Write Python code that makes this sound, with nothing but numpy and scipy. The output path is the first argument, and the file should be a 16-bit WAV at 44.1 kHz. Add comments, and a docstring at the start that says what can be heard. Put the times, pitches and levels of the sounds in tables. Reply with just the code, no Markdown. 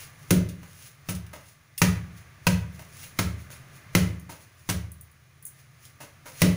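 """In a kitchen, a soft, stringy fruit is beaten eight times on the hard floor, near a small microphone.
Each blow is a crunch of snapping fibres that makes the husk ring, a smack of flesh, and a dull thud
that sets the room's deep notes booming. Between blows the fruit is turned, rubbed and set down, with
a few small ticks. A quiet hum and hiss fill the room behind it all."""
import sys
import numpy as np
from scipy import signal
from scipy.io import wavfile
from scipy.ndimage import uniform_filter1d

SR = 44100
rng = np.random.default_rng(int(sys.argv[2]) if len(sys.argv) > 2 else 0)


def materialize(psi):
    """Save the field psi as 16-bit PCM at rate SR to the path in sys.argv[1].

    A 1-D psi becomes a single channel; in a 2-D psi each row is a channel.
    """
    bounded = np.clip(np.atleast_2d(psi).T, -1, 1)
    quanta = np.round(bounded * 32767).astype(np.int16)
    wavfile.write(sys.argv[1], SR, quanta)


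N = 289296

# The blows on the floor. Levels in all tables are relative: later gains and filters shift them.
# (time [s], thud [dB], thud tilt [dB per octave], slap [dB], crunch fade time [s],
#  husk pitch at the spot hit [Hz], its boost [dB], boost of low husk notes [dB], knock [dB])
BLOWS = [(0.3063, 1, 2, -3.5, 0.0044, 1600, 2, -2, 6), (1.0865, -11.5, -5, -13, 0.019, 1900, -7, -5, -17),
         (1.8166, 0.5, -1.5, 1.5, 0.0065, 2010, 7, -4, -4),
         (2.4675, -0.5, -2, -3, 0.0076, 2580, 10.5, 6, -5),
         (3.188, -7, -9.5, -4.5, 0.0074, 2030, -7, 6, -3),
         (3.9502, 0, -2.5, -0.3, 0.0033, 2100, 3, -4, 0.5),
         (4.689, -9, -9.5, -7, 0.017, 2400, -35, -5.5, -8), (6.4175, 1.5, 2, 1, 0.0045, 2030, -2, -5, 8.5)]
# The fruit is gripped or set down: (time [s], level [dB], fade time [s], skin scuff level [dB])
BUMPS = [(0.629, -20.5, .005, -68), (1.331, -12, .008, -53), (2.792, -16, .004, -57),
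         (3.502, -19.5, .003, -45), (4.292, -13, .009, -46.5), (6.002, -13, .012, -47),
         (6.256, -13, .012, -50)]


def from_db(db):
    """Turns decibels into a number to multiply by."""
    return 10 ** (np.asarray(db) / 20)


def unit(x):
    """Scales a signal to an average (rms) level of 1."""
    return x / np.sqrt(np.mean(x ** 2) + 1e-20)


def curve_at(points, hz):
    """Reads between the points of a curve, with octaves evenly spaced."""
    point_hz, value = np.transpose(points)
    return np.interp(np.log(hz + 1), np.log(np.abs(point_hz) + 1), value)


def add(mix, time_s, sound):
    """Mixes a sound in at the given time."""
    part = mix[max(round(time_s * SR), 0):][:len(sound)]
    part += sound[:len(part)]


def colour(x, tone, size=4096):
    """Shapes the tone with a filter that never sounds ahead of its input."""
    log_gain = np.log(from_db(curve_at(tone, np.abs(np.fft.fftfreq(size, 1 / SR)))))
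    response = np.exp(np.conj(signal.hilbert(log_gain)))
    taps = np.fft.ifft(response).real
    return signal.oaconvolve(x, taps[:size // 2])[:len(x)]


def resonate(x, hz, width_hz):
    """Lets through a narrow band, which rings at one pitch."""
    return signal.lfilter(*signal.iirpeak(hz, hz / width_hz, fs=SR), x)


def room_noise(hum_db=-54.5, hiss_db=1.9, hum_follows=.8, treble_db=-1, treble_follows=.5):
    """A low hum and a faint hiss slowly swell and sink together; the treble changes least."""
    # Loudness of the background: (time [s], level [dB])
    loudness = [(0.0, -55), (0.93, -62), (1.26, -58), (1.52, -64), (1.79, -64), (1.93, -54), (2.3, -58),
                (3.96, -55), (4.32, -61), (5.28, -65), (6.3, -60)]
    # Tone of the hiss and of the hum: (frequency [Hz], level [dB])
    hiss_tone = [(250, 0), (500, -5), (850, -6), (1250, -1.5), (2200, -2), (3100, -7.5), (6000, -11),
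                 (10000, -14.5), (16000, -16.5)]
    hum_tone = [(20, -21), (55, -26), (78, -2), (110, -2), (138, 3.5), (165, -8.5), (230, -23.5),
                (400, -27.5), (1000, -56)]
    # Broad peaks in the hiss: (frequency [Hz], width [Hz], level [dB])
    hiss_peaks = [(650, 150, -3), (1170, 97, 1), (1690, 250, -3.5), (2034, 115, -2), (2410, 78, -4)]
    times, db = np.transpose(loudness)
    swell_db = np.interp(np.arange(N) / SR, times, db - db.mean())
    air = colour(rng.standard_normal(N), hiss_tone)
    peaks = sum(from_db(peak_db) * resonate(air, hz, width) for hz, width, peak_db in hiss_peaks)
    air = unit(air + peaks)
    body = signal.sosfiltfilt(signal.butter(N=2, Wn=3000, fs=SR, output="sos"), air)
    treble = air - body
    hiss = body * from_db(swell_db) + treble * from_db(treble_db + treble_follows * swell_db)
    hum = unit(colour(rng.standard_normal(N), hum_tone, size=16384))
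    return from_db(hiss_db + db.mean()) * hiss + from_db(hum_db + hum_follows * swell_db) * hum


def room_tail(rise_s=0.0045):
    """Countless echoes blur into a tail; low pitches last longest."""
    # How long the kitchen rings: (frequency [Hz], time to fade by 60 dB [s])
    ring_times = [(100, 1), (300, .5), (900, .43), (2000, 0.45), (4000, 0.36), (8000, .34), (15000, 0.33)]
    size = SR // 2
    hz, t, bands = signal.stft(rng.standard_normal(size), SR, nperseg=256)
    fade = from_db(-60 * t / curve_at(ring_times, hz)[:, None])
    tail = signal.istft(bands * fade, SR, nperseg=256)[1][:size]
    tail *= 1 - np.exp(-np.arange(size) / SR / rise_s)
    return tail / np.linalg.norm(tail)


def near_echoes(echo_db=-5, count=14, latest_s=.014):
    """The direct sound and a few quick echoes off the floor and cupboards."""
    taps = np.zeros(SR // 20)
    arrivals = (rng.uniform(0.0013, latest_s, count) * SR).astype(int)
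    taps[arrivals] = rng.choice([-1, 1], count) * from_db(echo_db) / np.sqrt(count)
    taps[0] = 1
    return taps / np.linalg.norm(taps)


def stroke(peak_s, db, rise_s, fall_db_per_s=200):
    """Loudness of one rub or swish: it swells to its peak, then dies away."""
    t = np.arange(N) / SR - peak_s
    shape_db = np.minimum(10 * t / rise_s, -fall_db_per_s * t)
    return from_db(db + np.maximum(shape_db, -200))


def rubbing(level_db=1.5, grain=0.7, flutter_db=.8):
    """Countless fibres slip past each other as the fruit is turned and set down."""
    # Hand strokes: (time of fastest slip [s], level [dB], time to swell by 10 dB [s])
    strokes = [(0.03, -45, .15), (0.23, -56, .04), (0.866, -49, .15), (1.484, -54.5, .04), (2.18, -56, .03),
               (2.75, -57, .03), (3.042, -44, .08), (3.406, -55, .03), (3.76, -55, .04), (4.42, -57, .03),
               (4.6, -61, .04), (5.6, -59, .08), (5.86, -54, .05), (6.41, -43.5, .05)]
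    # Tone of rubbed fibres: (frequency [Hz], level [dB])
    rub_tone = [(50, -12), (80, 9), (155, 6), (230, -8.5), (500, -6), (900, -8), (1400, -3.5), (2400, 1.5),
                (3300, -3.5), (6000, -2.5), (10000, -2.5), (16000, -6)]
    turns = sum(stroke(*row) for row in strokes)
    # The skin scuffs just after each bump; a faint, short swish swells just before each blow.
    scuffs = sum(stroke(time_s + .012, db, rise_s=.006) for time_s, _, _, db in BUMPS)
    lead_in_swishes = sum(stroke(time_s, db=-51, rise_s=.02) for time_s, *_ in BLOWS)
    slips, slip_size, flutter = rng.standard_normal((3, N))
    flutter = unit(uniform_filter1d(flutter, size=600))
    rustle = unit(colour(slips * np.exp(grain * slip_size), rub_tone))
    return from_db(level_db + flutter_db * flutter) * (turns + scuffs + lead_in_swishes) * rustle


def crunch(fade_s, grain=0.48, rise_s=.001):
    """A burst of fibre snaps that dies as the flesh stops; more grain makes it rougher."""
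    t = np.arange(SR // 8) / SR
    snaps = rng.standard_normal(len(t)) * np.exp(grain * rng.standard_normal(len(t)))
    burst = snaps * (1 - np.exp(-t / rise_s)) * np.exp(-(t / fade_s) ** 0.99)
    return burst / np.linalg.norm(burst)


def ticks(damping_per_s=14):
    """Thin snaps with little body and a short trail of echoes."""
    # Small dry snaps: (time [s], level [dB], low cut-off [Hz], fade time [s])
    snaps = [(0.3063, 3.5, 6900, 0.0048), (0.487, -19, 2220, 0.012), (1.093, -7.5, 7500, 0.01),
             (1.149, -16, 2500, 0.0073), (1.264, -29, 1400, .005), (1.778, -8.5, 1880, 0.0046),
             (1.779, -3.5, 7900, 0.013), (4.197, -24, 7000, .002), (4.6988, -3, 2030, 0.0013),
             (4.917, -18, 7900, .003), (5.010, -19, 8140, 0.004), (5.113, -31, 8500, .005),
             (5.425, -22, 8500, 0.0058), (5.452, -7.5, 8150, .003), (5.465, -13, 7000, 0.009),
             (5.852, -23.5, 2480, 0.0019)]
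    # Tone of a snap: (frequency [Hz], level [dB])
    snap_tone = [(2000, 4), (7000, 1), (8600, 5.5), (10500, -0.5), (13500, 2.5), (15200, -1)]
    direct = np.zeros(N)
    for time_s, db, cutoff_hz, fade_s in snaps:
        high_pass = signal.butter(N=7, Wn=cutoff_hz, btype="high", fs=SR, output="sos")
        snap = colour(crunch(fade_s), snap_tone)
        add(direct, time_s, from_db(db) * signal.sosfilt(high_pass, snap))
    trail = room_tail(rise_s=0.0022) * np.exp(-damping_per_s * np.arange(SR // 2) / SR)
    return direct + signal.oaconvolve(direct, trail)[:N]


def husk(x, spot_hz=2000, spot_db=0, hollow_db=0):
    """The husk rings at its own notes; where it is hit decides which stand out."""
    # Notes of the husk: (frequency [Hz], width [Hz], level [dB])
    notes = [(624, 120, 0.5), (947, 84, 5), (1263, 160, -4.5), (1550, 160, 0.5), (2022, 147, 5.5),
             (2556, 180, 1.5), (4160, 180, -7)]
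    out = x.copy()
    for hz, width_hz, db in notes:
        nearness = np.exp(-(np.log(hz / spot_hz) / 0.13) ** 2)
        boost_db = spot_db * nearness + hollow_db * (hz < 1700)
        out += from_db(db + boost_db) * resonate(x, hz, width_hz)
    return out


def bumps(level_db=3, echo_db=-2.5, rock_s=.028, rock_db=-8):
    """Soft touches wake the husk's hollow low notes; each time it rocks and touches again."""
    # Tone of a soft touch: (frequency [Hz], level [dB])
    bump_tone = [(60, -10), (300, 3.5), (600, 1), (1100, -3), (2000, -4.5), (3500, -9.5), (7000, -9),
                 (16000, -13)]
    direct = np.zeros(N)
    for time_s, db, fade_s, _ in BUMPS:
        for lag_s, softer_db in (0, 0), (rock_s, rock_db):
            touch = husk(crunch(fade_s, grain=0.68, rise_s=.004), hollow_db=3.5)
            add(direct, time_s + lag_s, from_db(db + softer_db) * touch)
    echoes = from_db(echo_db) * signal.oaconvolve(direct, room_tail(rise_s=0.0024))[:N]
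    return from_db(level_db) * colour(direct + echoes, bump_tone)


def ring(notes, rise_s=0.0037):
    """Fading pure tones, one a row, each starting after its own delay."""
    hz, db, fade_s, delay_s = np.transpose(notes)[:, :, None]
    t = np.maximum(np.arange(3 * SR // 4) / SR - delay_s, 0)
    return -from_db(db - 60 * t / fade_s) * np.sin(2 * np.pi * hz * t) * (1 - np.exp(-t / rise_s))


def blows(crack_db=11, tail_db=4, scatter_db=8, smack_db=17, smack_echo_db=-3):
    """Fibres crunch through the husk, the flesh smacks, and its push booms through the room."""
    # Notes that build up between the walls, deep (boom) and higher (knock):
    # (frequency [Hz], level [dB], time to fade by 60 dB [s], start delay [s])
    boom_notes = [(77.4, -26.5, 0.66, 0.0553), (91.8, -33, 0.61, 0.0704), (103.53, -18.5, 0.54, .004),
                  (108.4, -27.5, 0.74, 0.02028), (142.5, -29, 0.61, 0.004), (161.3, -28, 0.75, 0.0233),
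                  (176, -25.5, 0.44, 0.049), (179.9, -24.5, 0.55, .062), (183.44, -15, 0.45, 0.00681)]
    knock_notes = [(262, -37, .38, 0.00373), (297.2, -36, 0.35, .003), (312, -38, 0.42, .02),
                   (366, -38.5, 0.33, .002), (411, -40.5, 0.34, .03), (446, -43, 0.32, .04),
                   (534, -46, 0.45, .01), (563, -47.5, 0.45, 0.05), (601, -46.5, 0.49, .05),
                   (639, -50.5, 0.44, .05)]
    # Tone of the husk's slap, its echoes and the flesh's smack: (frequency [Hz], level [dB])
    slap_tone = [(60, -16), (200, 8.5), (400, 0), (650, 0.5), (820, 0.5), (980, 0.5), (1750, 0.5),
                 (2500, 0.5), (3300, -2.5), (6000, -1), (10000, -4.5), (16000, -6)]
    echo_tone = [(60, -17), (250, -1), (550, 1.5), (800, -1.5), (1300, -0.5), (2000, 0), (3300, -2.5),
                 (6000, -3.5), (10000, -6), (16000, -10.5)]
    smack_tone = [(60, -12.5), (200, -3.5), (330, 1.5), (550, -6.5), (720, -17), (1500, -26), (5000, -51.5)]
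    low, crack, smack, scatter = np.zeros((4, N))
    push = ring([(180, -7, .035, 0)])[0]
    air_puff = ring([(24, -39, 0.67, 0.0061)], rise_s=.001)[0]
    booms = ring(boom_notes)
    knock = ring(knock_notes).sum(0)
    octaves = np.log2(np.transpose(boom_notes)[0] / 140)
    for time_s, thud_db, tilt_db, slap_db, fade_s, spot_hz, spot_db, hollow_db, knock_db in BLOWS:
        # A soft blow favours the deepest notes.
        boom = from_db(thud_db + tilt_db * octaves) @ booms
        add(low, time_s, boom + from_db(thud_db) * push + from_db(knock_db) * knock)
        # Air is pushed aside just before the fruit lands.
        add(low, time_s - 0.018, from_db(thud_db) * air_puff)
        husk_crunch = husk(crunch(fade_s, grain=0.5), spot_hz, spot_db, hollow_db)
        add(crack, time_s, from_db(slap_db) * husk_crunch)
        add(smack, time_s, from_db(smack_db + knock_db) * crunch(fade_s))
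        # Each blow lands on a new spot, so some of its echoes are its own.
        add(scatter, time_s, from_db(scatter_db + slap_db) * room_tail())
    # The room carries little just below its deepest note.
    low -= .85 * resonate(low, hz=48, width_hz=20)
    smack = colour(smack, smack_tone)
    direct = from_db(crack_db) * colour(crack, slap_tone) + smack
    into_room = from_db(tail_db) * colour(crack, echo_tone) + from_db(smack_echo_db) * smack
    echoes = signal.oaconvolve(into_room, room_tail(rise_s=0.0019))[:N]
    return low + direct + colour(scatter, echo_tone) + echoes


def scene():
    """All the sounds meet at one microphone."""
    handling = signal.oaconvolve(rubbing(), near_echoes())[:N]
    return (blows() + bumps() + ticks() + handling + room_noise())[None]


def record(dry, ceiling=.55, top_hz=15650):
    """The microphone colours the treble, rounds off loud peaks and cuts the highest pitches."""
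    # Tone of the microphone's small opening: (frequency [Hz], level [dB])
    opening_tone = [(5000, 0), (6600, 3.5), (7400, -2.5), (8600, -4.5), (9600, 4), (10800, 2.5),
                    (11900, -5.5), (13600, -7), (14300, -1), (15100, 10.5), (15600, 4)]
    heard = colour(dry[0], opening_tone)
    rounded = heard / (1 + (heard / ceiling) ** 4) ** (1 / 4)
    low_pass = signal.firwin(511, top_hz, window=("kaiser", 8), fs=SR)
    return signal.oaconvolve(rounded, low_pass, "same")[None]


dry = scene()
out = record(dry)
materialize(out)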